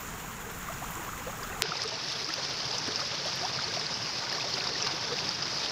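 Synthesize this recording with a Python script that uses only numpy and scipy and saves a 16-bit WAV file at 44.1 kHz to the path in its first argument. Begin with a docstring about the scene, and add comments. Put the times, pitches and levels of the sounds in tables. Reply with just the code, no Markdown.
"""A shallow, fast stream, heard from two spots that are joined by a sharp pop. First comes the view upstream
through a wide, thin microphone with wind rumble, then the riffle close by, duller and ringing near 5 kHz.
The water is filtered noise (a wash), a crowd of small bubble tones, a finer fizz and droplet ticks.
Large bubbles (rising tones), splashes (ringing noise) and spray (bright puffs) stand out one by one."""
import sys
import numpy as np
from scipy import signal
from scipy.io import wavfile
from scipy.ndimage import uniform_filter1d

SR = 44100
rng = np.random.default_rng(int(sys.argv[2]) if len(sys.argv) > 2 else 0)


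def magnitude_from_level(level_db):
    """Linear magnitude for a level in decibels (20 dB per decade)."""
    exponent = np.asarray(level_db, float) / 20
    return 10 ** exponent


def bounce(signal):
    """Save signal as a 16-bit WAV file at the path given by the first command-line argument."""
    frames = np.transpose(np.atleast_2d(signal))
    limited = np.clip(frames, -1, 1)
    pcm = np.round(limited * 32767).astype(np.int16)
    wavfile.write(sys.argv[1], SR, pcm)


N = 251811  # length in samples

# Colour of water and microphone at each spot. Each row: pitch in Hz, relative level per Hz in dB.
UPSTREAM_COLOUR = [(20, -3.5), (45, 2), (65, -2.5), (170, -1.5), (333, -12.5), (491, -12), (597, -15.5),
                   (1150, -6.5), (2920, -17), (4800, -24.5), (6190, -18.5), (6950, -13), (8400, -24.5),
                   (11500, -27.5), (15500, -18.5)]
RIFFLE_COLOUR = [(20, -15), (38, -24), (78, -7.5), (103, -5.5), (133, 2), (219, -7.5), (560, -8),
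                 (932, -6.5), (3300, -9.5), (4300, -5.5), (5000, -0.5), (5850, -7), (8200, -33),
                 (9100, -35), (9750, -33), (10300, -37), (12900, -41.5), (15500, -38.5)]
# Flow of the water at each spot. Each row: time in seconds, level in dB, gurgle over the wash in dB.
UPSTREAM_FLOW = [(0.0, -37.5, -12), (0.43, -39, -10.5), (0.9, -36.5, -14), (1.36, -38, -8), (1.6, -37, -8)]
RIFFLE_FLOW = [(1.65, -35, -5), (1.8, -35, -11.5), (2.46, -33.5, -14.5), (3.79, -33, -12.5),
               (4.01, -33.5, -14), (4.87, -33, -11), (5.22, -33.5, -13), (5.71, -32, -17.5)]
# Splashes that stand out. Each row: start in seconds, peak in dB, pitch in Hz.
SPLASH_EVENTS = [(0.7394, -36, 5000), (1.432, -29.5, 4950), (1.769, -22.5, 4850), (1.8188, -21, 4870),
                 (1.8773, -25, 5000), (1.9413, -25, 4970), (2.245, -20, 4840), (2.287, -26, 5110),
                 (2.339, -18, 4930), (2.7129, -22, 5130), (2.7828, -20.5, 5440), (2.9586, -15.5, 4950),
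                 (3.339, -24, 4850), (3.451, -22, 5270), (3.5358, -25.5, 5160), (3.642, -19.5, 4420),
                 (3.796, -20, 4660), (3.8657, -20, 4340), (3.9411, -20, 5150), (4.135, -23, 4850),
                 (4.2988, -23, 5100), (4.3252, -21, 4900), (4.382, -24, 5000), (4.4423, -23, 4600),
                 (4.642, -21, 5000), (4.819, -22, 5340), (4.5394, -16.5, 4540), (4.6018, -21, 4300),
                 (4.674, -18, 4650), (4.825, -16, 5300), (4.913, -24, 4690), (5.012, -30.5, 4950),
                 (5.2905, -19, 4860), (5.4235, -18.5, 4800), (5.455, -24, 4890), (5.572, -22.5, 4470),
                 (5.6855, -25, 4570)]
# Bubbles that stand out. Each row: start in seconds, peak before the throb in dB, start pitch in Hz,
# length in ms, rise of pitch as a share of the start pitch.
BUBBLE_EVENTS = [(0.6852, -31, 1115, 9.5, 0.18), (0.6934, -38, 618, 26, 0.19),
                 (0.8156, -35.5, 590, 31, 0.81), (0.8411, -32, 830, 9.4, 0.68),
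                 (1.0071, -38.5, 940, 34, 0.05), (1.0776, -34, 880, 28, 0.86), (1.1317, -32, 1258, 6.1, 0),
                 (1.2636, -35.5, 470, 42, 0.24), (1.2722, -35, 570, 10.5, 0.26),
                 (1.33, -32.5, 1370, 4.9, 0.03), (1.7187, -26, 1310, 6.5, 0.056),
                 (1.7926, -33.5, 1733, 6.3, 0.24), (1.8382, -35.5, 1150, 15, 0.15),
                 (1.848, -37, 431, 27, 0.052), (1.9194, -39, 636, 39, 0.055),
                 (2.2867, -34, 1270, 22, 0.086), (2.277, -40.5, 296, 46, 0.16),
                 (2.3025, -30.5, 1579, 5.5, 0.27), (2.3399, -27.5, 2630, 2.8, 0),
                 (2.3752, -39, 444, 29, 0.54), (2.9905, -36, 1180, 12, 0.18),
                 (4.3821, -29, 1040, 7.1, 0.13), (2.7335, -40, 393, 30, 0.86),
                 (2.8761, -35, 253, 21, 0.065), (2.88, -37.5, 271, 36, 0.9), (3.01, -33, 837, 14, 1),
                 (3.2551, -31, 596, 14, 0.021), (3.4241, -31.5, 648, 48, 0.3), (3.4484, -35, 775, 13, 0.56),
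                 (3.588, -31.5, 1135, 9.8, 0.71), (3.7696, -29, 650, 12.6, 0.073),
                 (4.3266, -30, 1690, 6.1, 0.086), (4.3483, -31, 1120, 5.7, 0.69),
                 (4.4076, -29, 2500, 5.2, 0.039), (4.4386, -34, 686, 15, 0), (4.5703, -31, 1440, 6.2, 0),
                 (4.6078, -28, 2218, 3.4, 0.37), (4.7518, -33.5, 1856, 12, 0), (4.8043, -29, 3015, 2.5, 0),
                 (4.8289, -30, 2600, 4.2, 0), (4.8339, -36.5, 408, 28, 0.08),
                 (4.8657, -29, 1050, 5.5, 0.12), (4.9264, -38.5, 308, 30, 0.12),
                 (5.1137, -31.5, 455, 38, 0.11), (5.1182, -32, 968, 4.8, 0.39),
                 (5.187, -28, 2070, 5.5, 0.53)]
# Spray ticks heard in the treble. Each row: start in seconds, peak in dB, pitch in Hz.
SPRAY_EVENTS = [(0.5132, -35, 14000), (0.5886, -33, 14000), (0.9083, -33, 14000), (0.9537, -30.5, 7000),
                (1.3738, -36, 14000), (1.8366, -38, 9000), (1.8766, -39, 7500), (2.1201, -44, 9000),
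                (2.2914, -45, 10000), (2.3386, -38, 12300), (2.4932, -46, 13500), (2.5364, -44, 10300),
                (2.7836, -41, 7800), (2.8764, -40, 8500), (3.0734, -47, 10500), (3.26, -44, 10600),
                (3.3584, -41, 12000), (3.7943, -43, 8500), (4.3291, -43, 11500)]

JOIN_S = 1.62193  # the moment the second spot takes over, in seconds
HEAVE_HZ = 12900  # the treble swells and ebbs, the more the higher: full depth from this pitch up
SPLASH_RISE_S, SPLASH_T60_S = 0.00012, 0.036  # rise time, and time to fade by 60 dB for a -20 dB splash
LONGER_PER_DB = 0.02  # share by which a splash rings longer for each dB it is louder
SLAP = 15  # size of the first touch of a splash, against its noise
SPRAY_T60_S, SPRAY_WIDTH = 0.014, 1.11  # time to fade by 60 dB, band edges as a ratio of the pitch
POP_DB, POP_HZ, POP_T60_S = 1.2, 4400, 0.0011  # level before fading, swings per second, 60 dB fade time
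EDGE_HZ = 15600  # upper edge of the sound


def water(colour, flow, patchy_db, flicker_db, heave_db, fizz_db, ticks_db):
    """Wash, bubbles, fizz and droplet ticks, through the colour of one spot and on its flow."""
    seconds, level_points, gurgle_points = np.transpose(flow)
    t = np.arange(N) / SR
    level_db = np.interp(t, seconds, level_points)
    gurgle_db = np.interp(t, seconds, gurgle_points)
    clumps = surges(depth_db=6, ms=8) * surges(depth_db=2.5, ms=45)  # shared by fizz and ticks
    gurgle_rate = 700 * surges(depth_db=4, ms=30)  # bubbles per second
    gurgle = babble(336.7, 2492, per_s=gurgle_rate, cycles=12.1, spread_db=3.5)
    fizz = babble(2520, 15000, per_s=2200 * clumps, cycles=8.7, spread_db=3.0)
    ticks = evened(strewn(400 * clumps, 4.5) * rng.choice([-1., 1.], N))
    mix = wash(patchy_db, flicker_db, heave_db)
    mix += magnitude_from_level(gurgle_db) * gurgle
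    mix += magnitude_from_level(fizz_db) * fizz
    mix += magnitude_from_level(ticks_db) * ticks
    return magnitude_from_level(level_db) * evened(coloured(mix, colour))


def wash(patchy_db, flicker_db, heave_db):
    """White noise in drifting patches, with a flicker shared by all pitches and a treble that heaves."""
    frames = N // 128 + 5  # one frame per 128 samples
    # four random maps of pitch (axis 0) by time (axis 1)
    real, imag, patches, heave = rng.standard_normal((frames, 257, 4)).T
    patches = uniform_filter1d(uniform_filter1d(patches, size=8, axis=0), size=14, axis=1)
    heave = uniform_filter1d(uniform_filter1d(heave, size=50, axis=0), size=22, axis=1)
    flicker = evened(uniform_filter1d(rng.standard_normal(frames), size=3))
    depth = np.minimum(np.fft.rfftfreq(512, 1 / SR)[:, None] / HEAVE_HZ, 1) ** 2
    change_db = patchy_db * evened(patches) + flicker_db * flicker + heave_db * depth * evened(heave)
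    spectrum = (real + 1j * imag) * magnitude_from_level(change_db)
    return evened(signal.istft(spectrum, nperseg=512, noverlap=384)[1][:N])


def babble(low_hz, high_hz, per_s, cycles, spread_db):
    """A crowd of bubbles of all sizes; small ones are high, short and more frequent."""
    out = np.zeros(N)
    pitches = np.geomspace(low_hz, high_hz, num=28)
    for hz in pitches:
        longer, rise = rng.random(size=2)
        ms = 1000 * cycles * (0.5 + longer) / hz
        tone = bubble(hz, ms, 0.34 * rise)
        starts = strewn(per_s * hz / pitches.sum(), spread_db)
        out += signal.oaconvolve(starts, tone)[:N]
    return evened(out)


def bubble(hz, ms, rise):
    """A bubble's tone: quick swell, slower fade, pitch climbing as it nears the surface."""
    u = np.linspace(0, 1, max(round(ms * SR / 1000), 8))  # share of the bubble's life
    turns = hz * ms / 1000 * (u + rise * u ** 2 / 2)
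    return np.sin(np.pi * u ** 0.7) * np.sin(2 * np.pi * turns)


def strewn(per_s, spread_db):
    """Random moments, at a rate that may change, with mostly small and a few large sizes."""
    when = rng.random(N)
    size = rng.exponential(1, N)
    return (when < per_s / SR) * magnitude_from_level(spread_db * np.minimum(size, 3.5))


def surges(depth_db, ms):
    """Water arrives in clumps: a random factor on the rate of bubbles or ticks, 1 on average."""
    span = round(ms * SR / 1000)
    drift = uniform_filter1d(uniform_filter1d(rng.standard_normal(N), span), span)
    factor = magnitude_from_level(depth_db * evened(drift))
    return factor / factor.mean()


def coloured(x, points):
    """Causal filter with the given spectrum, so that ticks ring after they land."""
    hz, db = np.transpose(points)
    size = 8192
    f = abs(np.fft.fftfreq(size, 1 / SR))
    log_gain = np.log(magnitude_from_level(np.interp(np.log(f + 1), np.log(hz + 1), db)))
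    # the Hilbert transform of the log gain gives the phase that rings only afterwards
    response = np.exp(np.conj(signal.hilbert(log_gain)))
    taps = np.fft.ifft(response).real[:size // 2]
    return signal.oaconvolve(x, taps)[:len(x)]


def evened(x):
    """Scales to rms 1, so that a level applied later means what it says."""
    return x / np.sqrt(np.mean(x ** 2) + 1e-20)


def splashes():
    """Each slap of water is a rounded burst of noise that rings around its own pitch."""
    out, t = np.zeros(N + SR), np.arange(2000) / SR
    noises = rng.standard_normal((len(SPLASH_EVENTS), len(t)))
    for (s, db, hz), noise in zip(SPLASH_EVENTS, noises):
        ring = signal.butter(3, [hz / 1.06, hz * 1.123], "band", fs=SR, output="sos")
        t60 = SPLASH_T60_S * np.exp(LONGER_PER_DB * (db + 20))
        swell = (1 - np.exp(-t / SPLASH_RISE_S)) * magnitude_from_level(-60 * t / t60)
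        burst = swell * signal.sosfilt(ring, noise + SLAP * (t == 0))
        out[round(s * SR):][:len(t)] += magnitude_from_level(db) * burst / abs(burst).max()
    return out[:N]


def loud_bubbles():
    """The large bubbles, one by one; the heaving surface makes each one throb."""
    out = np.zeros(N + SR)
    throbs = rng.random((len(BUBBLE_EVENTS), 2))
    for (s, db, hz, ms, rise), (speed, start) in zip(BUBBLE_EVENTS, throbs):
        tone = bubble(hz, ms, rise)
        throb_hz = 60 + 60 * speed
        throb = 1 + 0.24 * np.sin(2 * np.pi * (throb_hz * np.arange(len(tone)) / SR + start))
        out[round(s * SR):][:len(tone)] += magnitude_from_level(db) * throb * tone
    return out[:N]


def spray():
    """Flung droplets land as puffs of treble noise that die in milliseconds."""
    out, t = np.zeros(N + SR), np.arange(2000) / SR
    noises = rng.standard_normal((len(SPRAY_EVENTS), len(t)))
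    for (s, db, hz), noise in zip(SPRAY_EVENTS, noises):
        edges = [hz / SPRAY_WIDTH, min(hz * SPRAY_WIDTH, EDGE_HZ)]
        band = signal.butter(1, edges, "band", fs=SR, output="sos")
        hiss = signal.sosfilt(band, signal.sosfilt(band, noise))  # twice, for steeper sides
        puff = magnitude_from_level(-60 * t / SPRAY_T60_S) * hiss
        out[round(s * SR):][:len(t)] += magnitude_from_level(db) * puff / abs(puff).max()
    return out[:N]


def pop():
    """A single damped swing, steep at its start, where the two spots meet."""
    turn = np.clip((np.arange(N) / SR - JOIN_S) * POP_HZ, 0, 1)  # share of the one swing
    fade_db = 60 * turn / POP_HZ / POP_T60_S
    return magnitude_from_level(POP_DB - fade_db) * np.sin(2 * np.pi * turn ** 0.85)


def scene():
    """The first spot stops dead; the second swells in over a few hundredths of a second."""
    t = np.arange(N) / SR - JOIN_S
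    far = water(UPSTREAM_COLOUR, UPSTREAM_FLOW, patchy_db=0.4, flicker_db=0.5, heave_db=1.7,
                fizz_db=-11.0, ticks_db=-9.5)
    near = water(RIFFLE_COLOUR, RIFFLE_FLOW, patchy_db=1.1, flicker_db=1.04, heave_db=3.0,
                 fizz_db=-8, ticks_db=-9)
    swell = np.clip(0.39 + t / 0.045, 0, 1)
    stream = np.where(t < 0, far, swell * near)
    mix = stream + splashes() + loud_bubbles() + spray() + pop()
    return mix[None]  # one channel


def top_cut(x):
    """Nothing passes above the cut-off."""
    return signal.sosfilt(signal.butter(12, 16830, fs=SR, output="sos"), x)


def record(dry):
    """Limits the band: a steep low-pass filter takes away what lies above the upper edge."""
    low_pass = signal.firwin(511, EDGE_HZ, window=("kaiser", 9), fs=SR)
    limited = signal.oaconvolve(dry, low_pass[None], "same")
    return top_cut(limited)


dry = scene()
out = record(dry)
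bounce(out)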